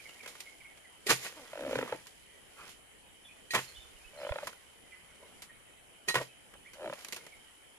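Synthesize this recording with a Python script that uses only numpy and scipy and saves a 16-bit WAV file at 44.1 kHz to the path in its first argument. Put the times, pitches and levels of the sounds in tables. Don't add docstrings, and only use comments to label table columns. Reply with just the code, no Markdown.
import sys
import numpy as np
from scipy import signal
from scipy.fft import rfft, irfft, next_fast_len
from scipy.io import wavfile
from scipy.ndimage import uniform_filter1d

SR = 44100
rng = np.random.default_rng(int(sys.argv[2]) if len(sys.argv) > 2 else 0)


def persist_wave(psi):
    counts = np.round(np.clip(psi, -1, 1) * 32767).astype(np.int16)
    wavfile.write(sys.argv[1], SR, np.atleast_2d(counts).T)


N = 343094


def amp(db):
    return 10 ** (np.asarray(db) / 20)


def evened(x):
    return x / np.sqrt(np.mean(x ** 2) + 1e-20)


def read(points, hz, column=1):
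    points = np.transpose(points)
    return np.interp(np.log(hz + 1), np.log(points[0] + 1), points[column])


def add(mix, start_s, sound):
    part = mix[max(round(start_s * SR), 0):][:len(sound)]
    part += sound[:len(part)]


def taps(gain_db, size=1024):
    log_gain = np.maximum(gain_db, -100) * np.log(10) / 20
    full = np.concatenate([log_gain, log_gain[-2:0:-1]])
    phase = -signal.hilbert(full).imag
    h = np.fft.ifft(np.exp(full + 1j * phase)).real[:size]
    return h / np.linalg.norm(h)


def colour(x, spectrum):
    gain_db = read(spectrum, np.fft.rfftfreq(4096, 1 / SR))
    return signal.oaconvolve(x, taps(gain_db)[None], axes=1)[:, :N]


def ring(modes, length_s, rise_s, detune=1):
    t = np.arange(round(length_s * SR)) / SR
    tones = np.zeros(len(t))
    for (hz, db, t60_s), ratio in zip(modes, detune * np.ones(len(modes))):
        tones += amp(db - 60 * t / t60_s) * np.sin(2 * np.pi * hz * ratio * t)
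    return tones * (1 - np.exp(-t / rise_s))


def grains(per_s, spread_db, clump_s, channels):
    chance, size = rng.random(N), rng.exponential(1, N)
    noise = rng.standard_normal((channels + 1, N))
    clumps = evened(signal.oaconvolve(noise[0], np.hanning(round(clump_s * SR)), "same"))
    level_db = spread_db * np.minimum(size, 4) + 2.54 * np.tanh(clumps)
    return evened((chance < per_s / SR) * noise[1:] * amp(level_db))


DROOP_DB = -6.5


def fibres(swells, bright, dull, stop_s):
    t, thin, deep = np.arange(N) / SR, np.zeros(N), np.zeros(N)
    for peak_s, db, depth_db, rise_s, hold_s, fall_s in swells:
        after_s = t - peak_s
        rising_db = 20 * after_s / max(rise_s, .001)
        thin += amp(db + np.minimum(rising_db, -20 * after_s / fall_s))
        sinking_db = DROOP_DB * after_s / hold_s - 20 * np.maximum(after_s - hold_s, 0) / stop_s
        deep += amp(db + depth_db + np.minimum(rising_db, sinking_db))
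    return thin * bright, deep * dull


# hz, level_db
AIR = [(30, 1.5), (150, 1.5), (500, 2.5), (1200, -2), (2200, 2.5), (3500, -8), (4500, -14.5), (7500, -11),
       (12000, -7), (15000, -9)]
# centre_hz, width_hz, level_db
INSECTS = [(3064, 235, -70), (7940, 376.3, -70), (9806.1, 877.6, -62.5)]
AIR_DB, AIR_PATCHES_DB, INSECT_PATCHES_DB = -59, 2.0, .8


def leaves_and_insects():
    frames, hz = N // 256 + 5, np.fft.rfftfreq(1024, 1 / SR)[:, None]
    real, imag, patches = rng.standard_normal((frames, 513, 2, 3)).T
    patches = evened(uniform_filter1d(uniform_filter1d(patches[0], 8, 0), 12, 1))

    def play(gain):
        spectra = (real + 1j * imag) * gain
        return evened(signal.istft(spectra, nperseg=1024, noverlap=768)[1][:, :N])

    out = amp(AIR_DB) * play(amp(read(AIR, hz) + AIR_PATCHES_DB * patches))
    for centre_hz, width_hz, db in INSECTS:
        band = np.exp(-2 * ((hz - centre_hz) / width_hz) ** 2)
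        out += amp(db) * play(band * amp(INSECT_PATCHES_DB * patches))
    return out


# time_s, level_db
WIND = [(0, -79.5), (3.1, -74.5), (3.5, -78), (3.75, -66), (4.1, -73), (4.2, -75.5), (7.78, -78)]
# centre_s, right_level_db, pitch_hz, half_length_s
BUFFETS = [(3.789, -48, 55, 0.01363), (3.855, -53, 60, 0.0116), (3.958, -51, 35.97, 0.01459),
           (4.07, -49, 36.03, 0.01417), (4.314, -27.5, 67, 0.0065)]


def wind():
    t = np.arange(N) / SR
    slow = signal.butter(2, 6.0, fs=SR, output="sos")
    lumps = evened(signal.sosfilt(slow, rng.standard_normal((2, N))))
    low_band = signal.butter(2, [40., 85.], "band", fs=SR, output="sos")
    rumble = signal.sosfilt(low_band, rng.standard_normal((2, N)))
    level_db = np.interp(t, *np.transpose(WIND)) + [[-2.5], [2.5]]
    out = amp(level_db) * evened(rumble * amp(1.3 * lumps))
    for s, db, hz, half_s in BUFFETS:
        bump = -np.exp(-((t - s) / half_s) ** 2) * np.cos(2 * np.pi * hz * (t - s))
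        out += amp([[db - 33], [db]]) * bump
    return out


# start_s, length_s, mid_hz, droop_share_of_mid, level_db
BIRDS = [(0, 0.0087, 2320, 0.12, -44), (0.048, 0.031, 2129, 0.15, -47), (.085, 0.017, 2890, 0.0406, -49),
         (.15, .03, 2040, -0.23, -54.5), (0.197, 0.027, 2292, 0.15, -46.5),
         (0.24, 0.02617, 2134, 0.0318, -48), (0.455, 0.036, 2197, 0.069, -49),
         (0.602, 0.02216, 2198, 0.19, -50), (0.64, 0.03615, 2204, 0.022, -48), (.84, 0.039, 1980, 0.2, -54),
         (3.24, 0.034, 3460, 0.0234, -55), (3.28, 0.048, 2464, -0.04, -53),
         (3.668, 0.0434, 4300, 0.016, -57), (3.74, 0.04, 3480, -0.12, -54),
         (3.76, 0.033, 3000, 0.00076, -53.5), (3.785, 0.071, 3556, 0.0119, -56),
         (4.0, 0.036, 2450, -0.02, -57.5), (4.035, 0.033, 2570, .01, -54), (4.06, 0.046, 2945, 0.012, -60),
         (4.17, 0.039, 4130, 0, -58.5), (4.2, 0.027, 4960, 0.14, -60), (4.23, 0.05226, 3000, -0.2, -55.5),
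         (4.272, 0.072, 3390, 0.0094, -57.5), (4.905, 0.052, 2256, .22, -55),
         (4.915, 0.046, 2030, 0.02, -48.5), (5.488, 0.027, 1876, 0.0029, -53.5),
         (5.53, 0.064, 2210, -0.058, -60.5), (6.645, 0.047, 2170, -0.3129, -52),
         (7.19, 0.046, 2150, 0.05, -56.5), (7.31, 0.049, 2190, 0.19, -54.5)]
CHATTER_PER_S, CHATTER_MIN_DB = 12, -70


def birds():
    out = np.zeros(N)
    u = rng.random((round(CHATTER_PER_S * N / SR), 5))
    start_s, length_s = u[:, 0] * N / SR, .02 + .04 * u[:, 1]
    mid_hz, droop = 1950 + 1400 * u[:, 2] ** 4.5, .12 - .14 * u[:, 4]
    chatter = np.c_[start_s, length_s, mid_hz, droop, CHATTER_MIN_DB + 8 * u[:, 3]]
    waver = evened(signal.oaconvolve(rng.standard_normal((2, N)), np.hanning(180)[None], "same"))
    for s, length_s, mid_hz, droop, db in [*BIRDS, *chatter]:
        n, at = round(length_s * SR), round(s * SR)
        glide_hz = mid_hz * np.linspace(1 + droop / 2, 1 - droop / 2, n)[:N - at]
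        glide_hz = glide_hz * (1 + 0.014 * waver[0, at:at + n])
        swell = abs(np.hanning(len(glide_hz))) ** .5
        add(out, s, amp(db) * swell * np.sin(2 * np.pi * np.cumsum(glide_hz) / SR))
    return out * (1 + .45 * waver[1])


def echoes(x, start_s, t60_s):
    n = round(t60_s * SR)
    tail = rng.choice([-1., 1.], (2, SR)) * (rng.random((2, SR)) < .08)
    tail = tail[:, :n] * amp(-60 * np.arange(n) / n)
    tail = tail / np.linalg.norm(tail, axis=1, keepdims=True)
    tail = np.pad(tail, ((0, 0), (round(start_s * SR), 0)))
    return signal.oaconvolve(x[None], tail, axes=1)[:, :N]


# peak_s, crackle_db, scuff_above_crackle_db, rise_s_per_20db, scuff_hold_s, crackle_fall_s_per_20db
RUSTLES = [(0.001, -54, -10, 0.7442, 0.35, 0.7873), (.42, -55.5, -7, 0.3336, 0.0633, 0.23),
           (1.31, -53.5, -6.5, 0.47, 0.1841, 0.56), (1.76, -47.5, 1.5, 0.37, 0.19, .5),
           (2.68, -51.5, -3.5, 0.25, 0.024, 0.03), (3.27, -57, -24, 0, 0.0498, 0.0018),
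           (3.66, -56.5, -10, 0.3598, 0.31, 0.92), (4.22, -58, 3.5, 0.1265, 0.23, 0.54),
           (4.47, -52, -3, 0.22, 0.0342, 0.0858), (5.4, -64.5, -1, 2, 0.0508, 0.0349),
           (7.0, -50.5, -6.5, 0.3756, 0.26, 0.55)]


def rustles():
    crackle = grains(6000, 0.48, 0.009, channels=2)
    scuff = grains(3000, 2.0, 0.021, channels=1)
    return fibres(RUSTLES, crackle, scuff, stop_s=0.13)


# start_s, length_s, mid_level_db, first_hz, last_hz
GROANS = [(1.565, 0.32, -46, 320, 264.5), (1.921, 0.043, -51, 364.9, 289.9),
          (2.563, 0.1, -53.5, 1360, 1284), (5.194, 0.086, -61.5, 487, 535), (5.288, .07, -67.5, 600, 910),
          (6.197, 0.03711, -41.5, 684, 422.7), (6.78, 0.165, -52, 444, 297)]
GROAN_ENDS_DB = -14.5


def groans():
    out, rub = np.zeros(N), grains(8000, .6, .004, channels=1)[0]
    for s, length_s, db, first_hz, last_hz in GROANS:
        u = np.linspace(-1, 1, round(length_s * SR))
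        hz = np.geomspace(first_hz, last_hz, len(u))
        pole = np.exp(-np.pi * .4 * hz.mean() / SR)
        arch_db, fade = db + GROAN_ENDS_DB * u ** 2, signal.windows.tukey(len(u), .15)
        for ratio, overtone_db in (1, 1.5), (1.9, -2.5):
            turn = np.exp(2j * np.pi * ratio * np.cumsum(hz) / SR)
            slow = rub[round(s * SR):][:len(u)] / turn
            for _ in range(2):
                slow = signal.lfilter([1 - pole], [1, -pole], slow)
            add(out, s, amp(arch_db + overtone_db) * evened((turn * slow).real) * fade)
    return out


# peak_s, splinter_db, flesh_above_splinter_db, rise_s_per_20db, flesh_hold_s, splinter_fall_s_per_20db
RIPS = [(1.068, -31.5, -12, .006, .022, .14), (3.51, -40.5, -22, .007, .02, .2),
        (6.087, -27.5, -9, .009, .025, .055), (1.097, -22.5, -3, .013, .033, .055),
        (1.265, -36, -7, .07, .018, .04), (3.537, -38, 7, .003, .059, .13),
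        (6.144, -32, -2, .002, .047, .085), (6.218, -46, 4, .03, .012, .06)]


def tearing():
    splinters = grains(12000, 1.028, 0.019, channels=2)
    flesh = grains(5000, 0.741, 0.0046, channels=1)
    return fibres(RIPS, splinters, flesh, stop_s=0.011)


# start_s, level_db, flesh_above_splinter_db, t60_s
SNAPS = [(0.091, -48, -1, 0.0523), (0.2317, -50, 1.5, 0.097), (0.2602, -42.5, 4, 0.042),
         (0.276, -41, -9.5, 0.19), (0.353, -49.5, 7.5, 0.02797), (0.404, -35.5, -18, 0.067),
         (0.7742, -51, -1, 0.0475), (1.1016, -19.5, -1.5, 0.071), (1.1141, -26, -22, 0.1487),
         (1.709, -40, -7, 0.051), (1.753, -41, -10.5, 0.04766), (1.786, -43, -7, 0.0464),
         (2.069, -44, -9.5, 0.07775), (2.6909, -47, -20.5, 0.27), (3.548, -25, -1, 0.11),
         (3.5878, -43, 10, 0.035), (4.471, -33, -1.5, 0.06177), (4.529, -46.5, 2, 0.02953),
         (5.4206, -40.5, -10, 0.12), (6.143, -35, 8.5, 0.03083), (6.1543, -30, 7, 0.083),
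         (6.538, -54, 11, 0.033), (6.7336, -47.5, -3.5, 0.1167), (6.9342, -42, 2.5, 0.04143),
         (7.0473, -32, -9, 0.03), (7.085, -36, -9, 0.033), (7.124, -29, -9.5, 0.03419),
         (7.13, -33.5, -7, 0.038), (7.144, -39, -18, 0.054), (7.1628, -38, -6, 0.092),
         (7.265, -44, -1, 0.044)]
TICK_DB, TICK_T60_S = -0.5, 0.0067


def snaps():
    bursts, noise = np.zeros((2, N)), rng.standard_normal((3, N))
    t = np.arange(6000) / SR
    for s, db, depth_db, t60_s in SNAPS:
        fall = amp(db - 60 * t / max(t60_s, .005)) * (1 - np.exp(-t / 0.0008983))
        tick = amp(db + TICK_DB - 60 * t / TICK_T60_S)
        add(bursts[0], s, fall + tick)
        add(bursts[1], s, fall * amp(depth_db))
    return bursts[0] * noise[:2], bursts[1] * noise[2:]


# start_s, length_s, level_db, first_hz, last_hz, body_hz, body_width_hz
SQUEAKS = [(1.362, 0.055, -52, 320.4, 278, 600.2, 600.5), (1.41, 0.045, -53, 264, 235.4, 522.3, 249.2)]


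def squeak():
    out = np.zeros(N)
    for s, length_s, db, first_hz, last_hz, body_hz, width_hz in SQUEAKS:
        hz = np.linspace(first_hz, last_hz, round(length_s * SR))
        waver, rough = evened(uniform_filter1d(rng.standard_normal((2, 4000)), 150))[:, :len(hz)]
        turns = np.cumsum(hz * (1 + 0.027 * waver)) / SR
        tone = np.zeros(len(hz))
        for k in range(1, 8):
            body = 1 / (1 + ((k * hz - body_hz) / width_hz) ** 2)
            tone += body * np.cos(2 * np.pi * (k * turns + rng.random()))
        add(out, s, amp(db) * evened(tone) * (1 + 0.4 * rough) * np.hanning(len(hz)) ** 0.51)
    return out


# time_s, stick_s, stem_ring_db
PULLS = [
    [(1.536, 0.0227, -38), (1.62, 0.013, -35.5), (1.7, 0.0159, -35.5), (1.735, 0.0272, -27.5),
     (1.79, 0.0387, -26), (1.835, 0.0387, -30.5)],
    [(4.138, 0.014, -55.5), (4.2, 0.0134, -43.5), (4.25, 0.0188, -35), (4.33, 0.037, -33.5),
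     (4.368, 0.0363, -34)],
    [(6.76, 0.0146, -57), (6.82, 0.0109, -41), (6.87, 0.018, -35.5), (6.9, 0.0288, -37.5),
     (6.936, 0.029, -37)],
]
# half_length_s, first_hz, sag_hz_per_s, crack_above_ring_db
GRIP = [(.0022, 597, 332.5, -11.5), (.003, 575, -32, -9.5), (.00307, 570, 42, -7.5)]
# time_s, stem_ring_db, stem_hz, crack_above_ring_db
LATE_SLIPS = [(1.816, -48.5, 521, 10.5), (1.864, -46, 527.4, -1), (1.882, -50, 518.8, 5),
              (1.896, -45.5, 536.1, 1), (1.928, -28, 504, -8.5), (1.931, -33.5, 864, -9.5),
              (4.391, -47.5, 602.5, 10.5), (4.427, -47, 580, -12), (4.4355, -36, 576.2, -9),
              (4.477, -37, 1016, -5)]
CRACK_DB_PER_S = 479.5
SLIP_SPREAD_DB, SLIP_SPREAD_HZ = 0.9689, 14


def slips():
    rows = []
    for pull, (half_s, first_hz, sag_hz_per_s, crack_db) in zip(PULLS, GRIP):
        times_s, stick_s, level_db = np.transpose(pull)
        s, held_s = times_s[0], stick_s[0]
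        for chance_db, chance_hz in rng.standard_normal((40, 2)):
            if s <= times_s[-1]:
                ring_db = np.interp(s, times_s, level_db) + SLIP_SPREAD_DB * chance_db
                hz = first_hz - sag_hz_per_s * (s - times_s[0]) + SLIP_SPREAD_HZ * chance_hz
                harder_db = CRACK_DB_PER_S * (min(held_s, .025) - .015)
                rows.append((s, ring_db, hz, crack_db + harder_db, half_s))
            held_s = np.interp(s, times_s, stick_s)
            s += held_s
    for row in LATE_SLIPS:
        begun = [grip[0] for pull, grip in zip(PULLS, GRIP) if pull[0][0] < row[0]]
        rows.append((*row, begun[-1]))
    return rows


# hz, level_db
FLESH = [(70, -24.5), (170, -7.5), (260, -9.5), (480, -1), (780, -6.5), (1400, -0.5), (2000, -1.5),
         (2700, -4.5), (3300, -8), (6000, -47.5)]
# hz, level_db, t60_s (base value, scaled in cracks and wedged)
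STEM = [(980, 4.5, 0.026), (1357, 7, 0.017), (1714, 12.5, 0.0084), (2220, 2.5, 0.018), (2660, -1.5, 0.033),
        (3642.1, 2, 0.008676)]
RASP_DB, RASP_T60_S = -12.5, 0.045


def creak():
    out, rasp, t = np.zeros(N), np.zeros(N), np.arange(1500) / SR
    chance = rng.standard_normal((80, len(STEM)))
    for (s, db, hz, crack_db, half_s), c in zip(slips(), chance):
        swell = (1 - np.exp(-t / 0.0014)) * np.exp(-(t / (3.23 * half_s)) ** 5.4)
        swell += 0.31 * np.exp(-t / 0.0063)
        turns = hz * (t + 0.00042 * (1 - np.exp(-t / 0.00048)))
        crack = ring(STEM, .05, 0.00049, detune=1 + 0.057 * c)
        add(out, s - 1.705 * half_s, amp(db) * swell * np.sin(2 * np.pi * turns))
        add(out, s - 1.9 * half_s, amp(db + crack_db) * crack)
        add(rasp, s - 1.9 * half_s, amp(db + RASP_DB - 60 * t / RASP_T60_S))
    return out + colour(rasp * grains(4000, 1.8, 0.0048, channels=1), FLESH)[0]


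# time_s, ring_db, knock_db, knock_lead_s
BLOWS = [(1.067, -42.5, -28.5, .002), (3.5058, -38.5, -53.5, .002), (6.084, -30, -33, .006)]
# hz, level_db, t60_s (base value, shorter in wedged)
BLADE = [(1884, 7.5, 0.13), (2460, 8.5, 0.036), (3310, -7, 0.13), (4036.1, -1, 0.15), (4500, 0, 0.069),
         (4766, -11, 0.0731), (6470, -2.5, 0.0749), (8900, -4, 0.15)]
# time_s, level_db, pitch_ratio
CRACKS = [(1.101, -33, 1.2), (1.1075, -30, 1.12), (1.7515, -47, 1.1), (1.781, -45, 1), (2.062, -57, 1.06),
          (3.5355, -51, .8), (3.5495, -27, 1.1), (3.5605, -30, 1.05), (6.1425, -41, .6),
          (6.1548, -26.5, 1.08), (6.173, -38, 1.15), (6.553, -58, .6)]
# time_s, level_db
CROWN = [(1.119, -48.5), (1.759, -50.5), (1.924, -61), (3.568, -51.5), (6.161, -47), (6.88, -63.5)]
# hz, level_db, t60_s
CROWN_MODES = [(129.3, 11.5, 0.22), (176, 1.5, 0.21)]
WEDGED_S = 0.25


def wedged(deep):
    t = np.arange(N) / SR
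    inside = sum((t > blow[0]) & (t < blow[0] + WEDGED_S) for blow in BLOWS)
    damped = [(hz, db, 0.3 * t60_s) for hz, db, t60_s in BLADE[:2] + STEM[:5]]
    body = ring(damped, .08, 0.00048)
    return amp(-8) * signal.oaconvolve(deep * inside, body / np.linalg.norm(body))[:N]


def blows():
    out = np.zeros(N)
    knock = ring([(400.74, 5.61, 0.042), (514.82, 6.7, 0.01451)], .1, 0.0064)
    for s, ring_db, knock_db, lead_s in BLOWS:
        add(out, s, amp(ring_db) * ring(BLADE, .3, 0.0015))
        add(out, s - lead_s, amp(knock_db) * knock)
    strand = [(hz, db, 1.6 * t60_s) for hz, db, t60_s in STEM]
    for s, db, pitch in CRACKS:
        add(out, s, amp(db) * ring(strand, .05, .0008, detune=pitch))
    for s, db in CROWN:
        add(out, s, amp(db) * ring(CROWN_MODES, .5, 0.0058))
    return out


# hz, level_db
SPLINTER = [(900, -40), (2000, 8), (3500, 1.5), (7000, 1), (10000, 6), (15000, 1)]
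# hz, lead_rad
LEAD = [(700, 0), (1500, 1), (2000, 1.3), (2500, 2), (3300, 4), (15000, -2.5)]


def scene():
    thin, deep = (sum(parts) for parts in zip(rustles(), tearing(), snaps()))
    splinters = colour(thin, SPLINTER)
    near = colour(deep, FLESH)[0] + wedged(deep[0]) + blows() + creak() + squeak() + groans()
    size = next_fast_len(N)
    lead = np.exp(.5j * np.outer([1, -1], read(LEAD, np.fft.rfftfreq(size, 1 / SR))))
    pair = irfft(rfft(near, size) * lead, size)[:, :N] + splinters
    near_echoes = amp(-14.5) * echoes(near + splinters[0], .012, 0.18)
    far = birds()
    grove = far + amp(-2) * echoes(far, .003, .4)
    return pair + near_echoes + grove + leaves_and_insects() + wind()


# hz, left_db, right_db
PORTS = [(780, 1.5, 0.5), (1910, -4, 0), (4186, -0.5, 3.5), (5130, -3, 4.5), (6240, -12, 2.5),
         (6951.7, -18, 6.5), (7705.4, -9, 1), (8600, -1, -47.5), (9034.3, 0, -11), (10274, -4, -26),
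         (11102, -4, -17), (11690, -5.5, -9.5), (13995, -9, -9)]
EDGE_HZ = 14300


def record(dry):
    size = next_fast_len(N)
    hz = np.fft.rfftfreq(size, 1 / SR)
    ports = amp([read(PORTS, hz, column=k) for k in (1, 2)])
    heard = irfft(rfft(dry, size) * ports, size)[:, :N]
    low_pass = signal.firwin(601, EDGE_HZ, window=("kaiser", 9), fs=SR)
    return signal.oaconvolve(heard, low_pass[None], "same")


dry = scene()
out = record(dry)
persist_wave(out)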